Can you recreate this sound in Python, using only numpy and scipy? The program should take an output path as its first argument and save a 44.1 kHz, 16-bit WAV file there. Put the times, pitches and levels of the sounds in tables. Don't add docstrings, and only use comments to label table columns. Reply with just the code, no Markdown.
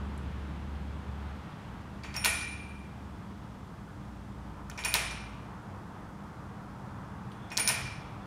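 import sys
import numpy as np
from scipy import signal
from scipy.fft import rfft, irfft
from scipy.io import wavfile

SR = 44100
rng = np.random.default_rng(int(sys.argv[2]) if len(sys.argv) > 2 else 0)


def to_wav(s):
    ch = np.atleast_2d(s).T
    pcm = np.round(np.clip(ch, -1, 1) * 32767)
    wavfile.write(sys.argv[1], SR, pcm.astype(np.int16))


N = 364266
TIME = np.arange(N) / SR

# start in seconds, pulse peak in dB, pulse colour in Hz, then weights in dB relative
# to the pulse for crack, clank, bar ring, low sleeve ring and high sleeve ring, last near sleeve's tilt in dB
KNOCKS = [(0.1772, -51.5, 9000, -10, -14, -28, -29, -29, 0),
          (2.0354, -39.5, 4700, -16, 14.5, -6.5, -22, -23, -2),
          (2.1417, -32, 4360, -22, 9.5, -11, -23, -26, -3), (2.1588, -40, 5500, -12, 16, -22, -16, -17, 8),
          (2.1642, -26, 5510, -4, -17, -16, -12, -12, 6), (2.241, -25, 2400, -27, -11, -5, -28, -30, 0),
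          (2.247, -11, 4560, 0.5, 0, -10, -36, -14.5, -8.5),
          (2.2581, -11.5, 3915, -12, -21, -8.5, -33, -15, -3), (2.412, -34, 3950, -20, -7, -1, -30, -30, 0),
          (4.6980, -37, 1600, 2.5, -2, -28, -36, -36, 0), (4.6996, -35, 6370, -3, -9, -30, -43, -36, 0),
          (4.714, -42, 3000, -20, -12, -32, -25, -27, 0), (4.7767, -37.5, 5580, -10, 15, 0, -12, -29, 1),
          (4.790, -29.5, 2420, -20, 1.5, -11, -18, -27, -9),
          (4.838, -30.5, 3620, -12, 6.5, -9, -19, -21, -6),
          (4.8487, -19, 6340, -12, 3, -9, -13.5, -12.5, -2.5),
          (4.9410, -12.5, 4750, 5, 2, -19, -31, -20, 0), (4.9544, -22, 5230, -15, -3, -7, -18, -14, 0),
          (5.1100, -34.5, 5400, -17, -16, -16, -19, -20, 3),
          (7.3180, -49.5, 3400, -1, -5, -6, -23, -16, -2), (7.504, -41, 5000, -16, 10, -20, -26, -28, 0),
          (7.5172, -30, 2500, -22, 3, -13, -12, -19, 0), (7.571, -16, 4860, -26, -16, -26, -35, -37, 0),
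          (7.5755, -8.5, 5060, -2.5, -7, -23, -28, -34, 6), (7.587, -36, 10650, -20, -10, -22, -14, -11, 1),
          (7.5963, -22.5, 5520, -20, -8, -2, -18, -7.5, 9),
          (7.6762, -9.5, 5470, -20, -9.5, -21, -42, -12.5, 2),
          (7.6901, -14, 5240, -22, 1, -11, -30, -17, 4)]
# time in seconds, then ventilation rumble, traffic roar and
# passing tyre hiss, each in dB rms before its slow drift.
BACKGROUND = [(0, -41, -51.5, -56), (1.2, -44, -51, -57.5), (2.2, -45.5, -53, -60), (4, -46.5, -53.5, -64),
              (5.6, -47, -49.5, -64.5), (6.6, -46, -50, -64), (8.26, -46.5, -49.5, -60.5)]


def from_db(db):
    return 10 ** (np.asarray(db) / 20)


def rms_one(x):
    return x / np.sqrt(np.mean(x ** 2) + 1e-20)


def in_time(rows):
    seconds, *columns = np.transpose(rows)
    return [np.interp(TIME, seconds, column) for column in columns]


def at_hz(points, hz):
    table_hz, values = np.array(points).T
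    return np.interp(np.log(hz), np.log(table_hz), values)


def drift(rate_hz):
    step = 40
    pole = np.exp(-2 * np.pi * rate_hz * step / SR)
    white = rng.standard_normal(N // step + 2002)
    slow = signal.lfilter([1], [1, -2 * pole, pole * pole], white)[2000:]
    return np.interp(np.arange(N) / step, np.arange(len(slow)), rms_one(slow))


def coloured(x, spectrum):
    hz = np.maximum(np.arange(len(x) // 2 + 1) * SR / len(x), 1)
    return irfft(rfft(x) * from_db(at_hz(spectrum, hz)), len(x))


def noise(spectrum, level_db):
    return rms_one(coloured(rng.standard_normal(N), spectrum)) * from_db(level_db)


def ventilation():
    # frequency in Hz, relative density in dB per Hz.
    rumble = [(15, -40), (25, -38), (43, -6.5), (97, -0.5), (172, -2.5), (204, -4), (305, -12.5),
              (600, -21.5), (780, -28), (1320, -120)]
    return noise(rumble, in_time(BACKGROUND)[0] + 0.21 * drift(1.0))


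def traffic():
    # frequency in Hz, relative density in dB per Hz.
    roar, tyres, deep = [(250, -4), (550, -3.5), (900, 3), (1300, -0.5), (2000, -13), (3500, -38),
                         (6000, -47), (16000, -81.5)], [(600, -5.5), (1500, 10.5), (3300, 4), (4200, -2.5), (8000, -20),
                                       (16000, -39)], [(25, -54), (50, -3), (85, -5), (125, 6.5), (200, -29),
                                                      (500, -93.5)]
    # time in seconds, level in dB rms before its drift.
    deep_level = [(0, -73), (3.5, -64), (4.8, -50.5), (6.3, -68), (7.05, -47.5), (8.26, -57.5)]
    _, roar_db, tyre_db = in_time(BACKGROUND)
    road = noise(roar, roar_db + 0.7 * drift(6.1))
    road = road + noise(tyres, tyre_db + 0.5 * drift(1.6))
    return road + noise(deep, in_time(deep_level)[0] + 3.5 * drift(3.2))


def whistle(hz, half_width_hz):
    # time in seconds, level in dB.
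    squeal = [(7.1, -80), (7.38, -71), (7.44, -64), (7.56, -72)]
    edges = [hz - half_width_hz, hz + half_width_hz]
    band = signal.butter(2, edges, "band", fs=SR, output="sos")
    return rms_one(signal.sosfilt(band, rng.standard_normal(N))) * from_db(in_time(squeal)[0])


def engine_drone():
    engine_hz, idle_hz = 71, 57.5
    slows_at_s, slowing_s = 3.2, 0.758
    # time in seconds, level in dB rms before its drift.
    drone_level = [(0, -41), (1.33, -40.5), (1.6, -60), (2.1, -50), (2.33, -45), (3.1, -50.5), (3.35, -59),
                   (4.47, -49), (5.05, -45.5), (6.4, -81)]
    since_slowing = np.maximum(TIME - slows_at_s, 0)
    hz = idle_hz + (engine_hz - idle_hz) * np.exp(-since_slowing / slowing_s)
    level_db = in_time(drone_level)[0] + 1.04 * drift(5.5)
    phase = 2 * np.pi * np.cumsum(hz + 0.5 * drift(3.9)) / SR
    return np.sqrt(2) * from_db(level_db) * np.sin(phase)


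def mains_hum():
    # frequency in Hz, level in dB rms before its drift.
    mains = [(200, -52.5), (300, -61.5)]
    hum = 0
    for hz, db in mains:
        level = np.sqrt(2) * from_db(db + 0.47 * drift(1.15))
        hum = hum + level * np.sin(2 * np.pi * hz * TIME + rng.uniform(0, 2 * np.pi))
    return hum


def background():
    return ventilation() + traffic() + engine_drone() + mains_hum() + whistle(hz=3400, half_width_hz=110)


def hall(x):
    # frequency in Hz, time in seconds to fall 60 dB.
    hall_t60 = [(300, 0.53), (790, 0.77), (2090, 1), (5510, 0.74), (14600, 0.2)]
    swell_s, early_db, early_t60_s = 0.007, 8.5, 0.064
    t = TIME[:round(1.5 * SR)]
    edges, tail = np.geomspace(200, 18000, 14), 0
    for low, high in zip(edges, edges[1:]):
        band_filter = signal.butter(2, [low, high], "band", fs=SR, output="sos")
        band = signal.sosfilt(band_filter, rng.standard_normal(len(t)))
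        tail = tail + band * from_db(-60 * t / at_hz(hall_t60, np.sqrt(low * high)))
    swell = 1 - np.exp(-(t / swell_s) ** 2)
    tail = tail * swell * (1 + from_db(early_db - 60 * t / early_t60_s))
    return signal.fftconvolve(x, tail / np.sqrt(np.sum(tail ** 2)))[:N]


def clicks_at(level_db):
    out = np.zeros(N)
    out[(np.array(KNOCKS)[:, 0] * SR).astype(int)] = from_db(level_db)
    return out


def clank():
    # frequency in Hz, relative gain in dB.
    body, crash = [(180, -13), (350, -15), (800, -3), (1500, -6.5), (2450, -2), (3100, -9.5), (4500, -18),
                   (7000, -16.5), (10000, -52)], [(2000, -42), (3500, -37), (5300, -11), (7500, -9), (9000, -8),
                                  (11000, -9), (16000, -31)]
    tick_db, clank_db = np.array(KNOCKS)[:, [1, 4]].T
    dull = coloured(clicks_at(tick_db + clank_db + 23.0), body)
    bright = coloured(clicks_at(1.6 * tick_db + clank_db + 26), crash)
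    return dull + bright


def ticks(cycles, rattle_t60, rattle_width):
    rattle_gain_db, rattle_follows = -4, 0.65
    crack_t60_s, crack_from_hz, crack_to_hz = 0.0021, 570, 15000
    out, t = np.zeros(N), np.arange(1024) / SR
    grit = rng.standard_normal((len(KNOCKS), 1024))
    crack_filter = signal.butter(1, [crack_from_hz, crack_to_hz], "band", fs=SR)
    for (s, db, hz, crack_db, *_), grains in zip(KNOCKS, grit):
        pulse = np.sin(2 * np.pi * hz * t) * t * hz * from_db(-60 * t * hz / cycles)
        pulse = pulse / np.abs(pulse).max()

        crack = signal.lfilter(*crack_filter, grains[::-1])
        crack = crack * from_db(crack_db - 60 * t / crack_t60_s)

        edges = [hz / rattle_width, min(hz * rattle_width, 0.45 * SR)]
        rattle = rms_one(signal.lfilter(*signal.butter(2, edges, "band", fs=SR), grains)) / 2
        rattle_db = rattle_gain_db + (rattle_follows - 1) * (db + 25.0)
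        rattle = rattle * from_db(rattle_db - 60 * t / rattle_t60)

        i = int(s * SR)
        out[i:i + 1024] += from_db(db) * (pulse + crack + rattle)
    return out


def steel(ring_db, spread_db, favour_db, jolt_db, jolt_t60, wobble_db, wobble_rate,
          bar_wander_rad, sleeve_wander_rad):
    modes_hz = [
        [1475, 1884, 2347, 2385, 2525, 2826, 3915, 4560, 5227, 5885, 6627, 7381],
        [2449, 2490, 5516, 5575],
        [8610, 9054, 9503, 9525, 9590, 10632, 10681, 12080, 12170, 13065, 13560, 14227, 15360],
    ]
    # relative strength in dB, full time in seconds to fall 60 dB.
    mode_rings = [
        [(-8, 0.15), (-10, 0.41), (-6, 0.6), (-1.5, 1.05), (-6, 0.7), (-10, 0.3), (-17, 0.8), (-12, 0.6),
         (-16, 0.9), (-14, 0.47), (-13, 0.5), (-14, 0.4)],
        [(-8, 0.2), (-7, 0.2), (-2.5, 0.45), (-3, 0.25)],
        [(-12, 0.35), (-1.5, 0.62), (-1.5, 1.0), (-1.5, 0.6), (-8, .4), (-3, 0.45), (-4, 0.55), (-10, 0.22),
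         (-9, .4), (-8, 0.1), (-15, 0.25), (-12, 0.24), (-15, 0.12)],
    ]
    # lift start in seconds, share of the full ring time for the bar, share for the sleeves.
    lift_rows = [(1.8, 0.96, 1), (4.5, 0.55, 0.77), (7.25, 0.57, 0.56)]
    near_hz, far_hz = [2490, 5516, 9525, 10632], [2449, 5575, 9054, 9503, 10681]
    hard_db, regrip_db = -17, -16
    soft_shortens = 0.1

    t = TIME[:SR * 3 // 4]
    luck = rng.standard_normal((len(KNOCKS), 40))
    family = np.repeat(np.arange(len(modes_hz)), [len(f) for f in modes_hz])
    part = np.minimum(family, 1)
    hz, (mode_db, t60) = np.concatenate(modes_hz), np.concatenate(mode_rings).T
    lifts = np.array(lift_rows)
    side = 1. * np.isin(hz, near_hz) - np.isin(hz, far_hz)
    sway = [drift(wobble_rate) for _ in hz]
    wander_rad = np.where(part, sleeve_wander_rad, bar_wander_rad)
    wander = wander_rad[:, None] * np.roll(sway, 1, axis=0)
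    modes = np.zeros((len(hz), N + SR))
    jolt = from_db(jolt_db - 60 * t / jolt_t60)
    rise = 1 - np.exp(-t / .0012)

    for (s, tick_db, tick_hz, _, _, *part_db, side_db), draw in zip(KNOCKS, luck):
        near_colour = np.exp(-(np.log(hz / tick_hz) / .02) ** 2)
        lift = lifts[max(np.searchsorted(lifts[:, 0], s) - 1, 0)]
        share = lift[1:][part] * from_db(soft_shortens * min(tick_db - hard_db, 0))
        level_db = tick_db + ring_db + np.array(part_db)[family] + mode_db
        level_db = level_db + favour_db * near_colour + side * side_db
        strengths = from_db(level_db + spread_db * draw[:len(hz)])
        i = int(s * SR)
        if tick_db > hard_db:
            modes[:, i:i + len(t)] *= from_db(regrip_db)
        for k, (strength, ring_s) in enumerate(zip(strengths, t60 * share)):
            length = min(int(np.clip(ring_s, .12, .6) * SR), N - i)
            u = t[:length]
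            envelope = (np.exp(-np.log(1000) * u / ring_s) + jolt[:length]) * rise[:length]
            phase = 2 * np.pi * hz[k] * u + wander[k][i:i + length]
            modes[k, i:i + length] += strength * envelope * np.sin(phase)
    return sum(mode[:N] * from_db(wobble_db * swing) for mode, swing in zip(modes, sway))


def barbell():
    rings = steel(ring_db=-14.5, spread_db=2, favour_db=6.5, jolt_db=8.0, jolt_t60=0.044,
                  wobble_db=3, wobble_rate=23.5, bar_wander_rad=1.7, sleeve_wander_rad=1.0)
    contact = ticks(cycles=3.0, rattle_t60=0.026, rattle_width=1.19)
    to_hall = clank() + from_db(-3.0) * rings + from_db(-9.0) * contact
    return rings + contact + hall(to_hall)


def scene():
    return (barbell() + background())[None]


def record(dry):
    # frequency in Hz, relative density in dB per Hz.
    hiss = [(2500, -1.5), (5000, 3), (9000, -2), (16000, -12.5)]
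    hiss_db, cutoff_hz = -68.5, 16250
    top_cut = signal.cheby2(16, 60, cutoff_hz, fs=SR, output="sos")
    return signal.sosfilt(top_cut, dry + noise(hiss, hiss_db))


dry = scene()
out = record(dry)
to_wav(out)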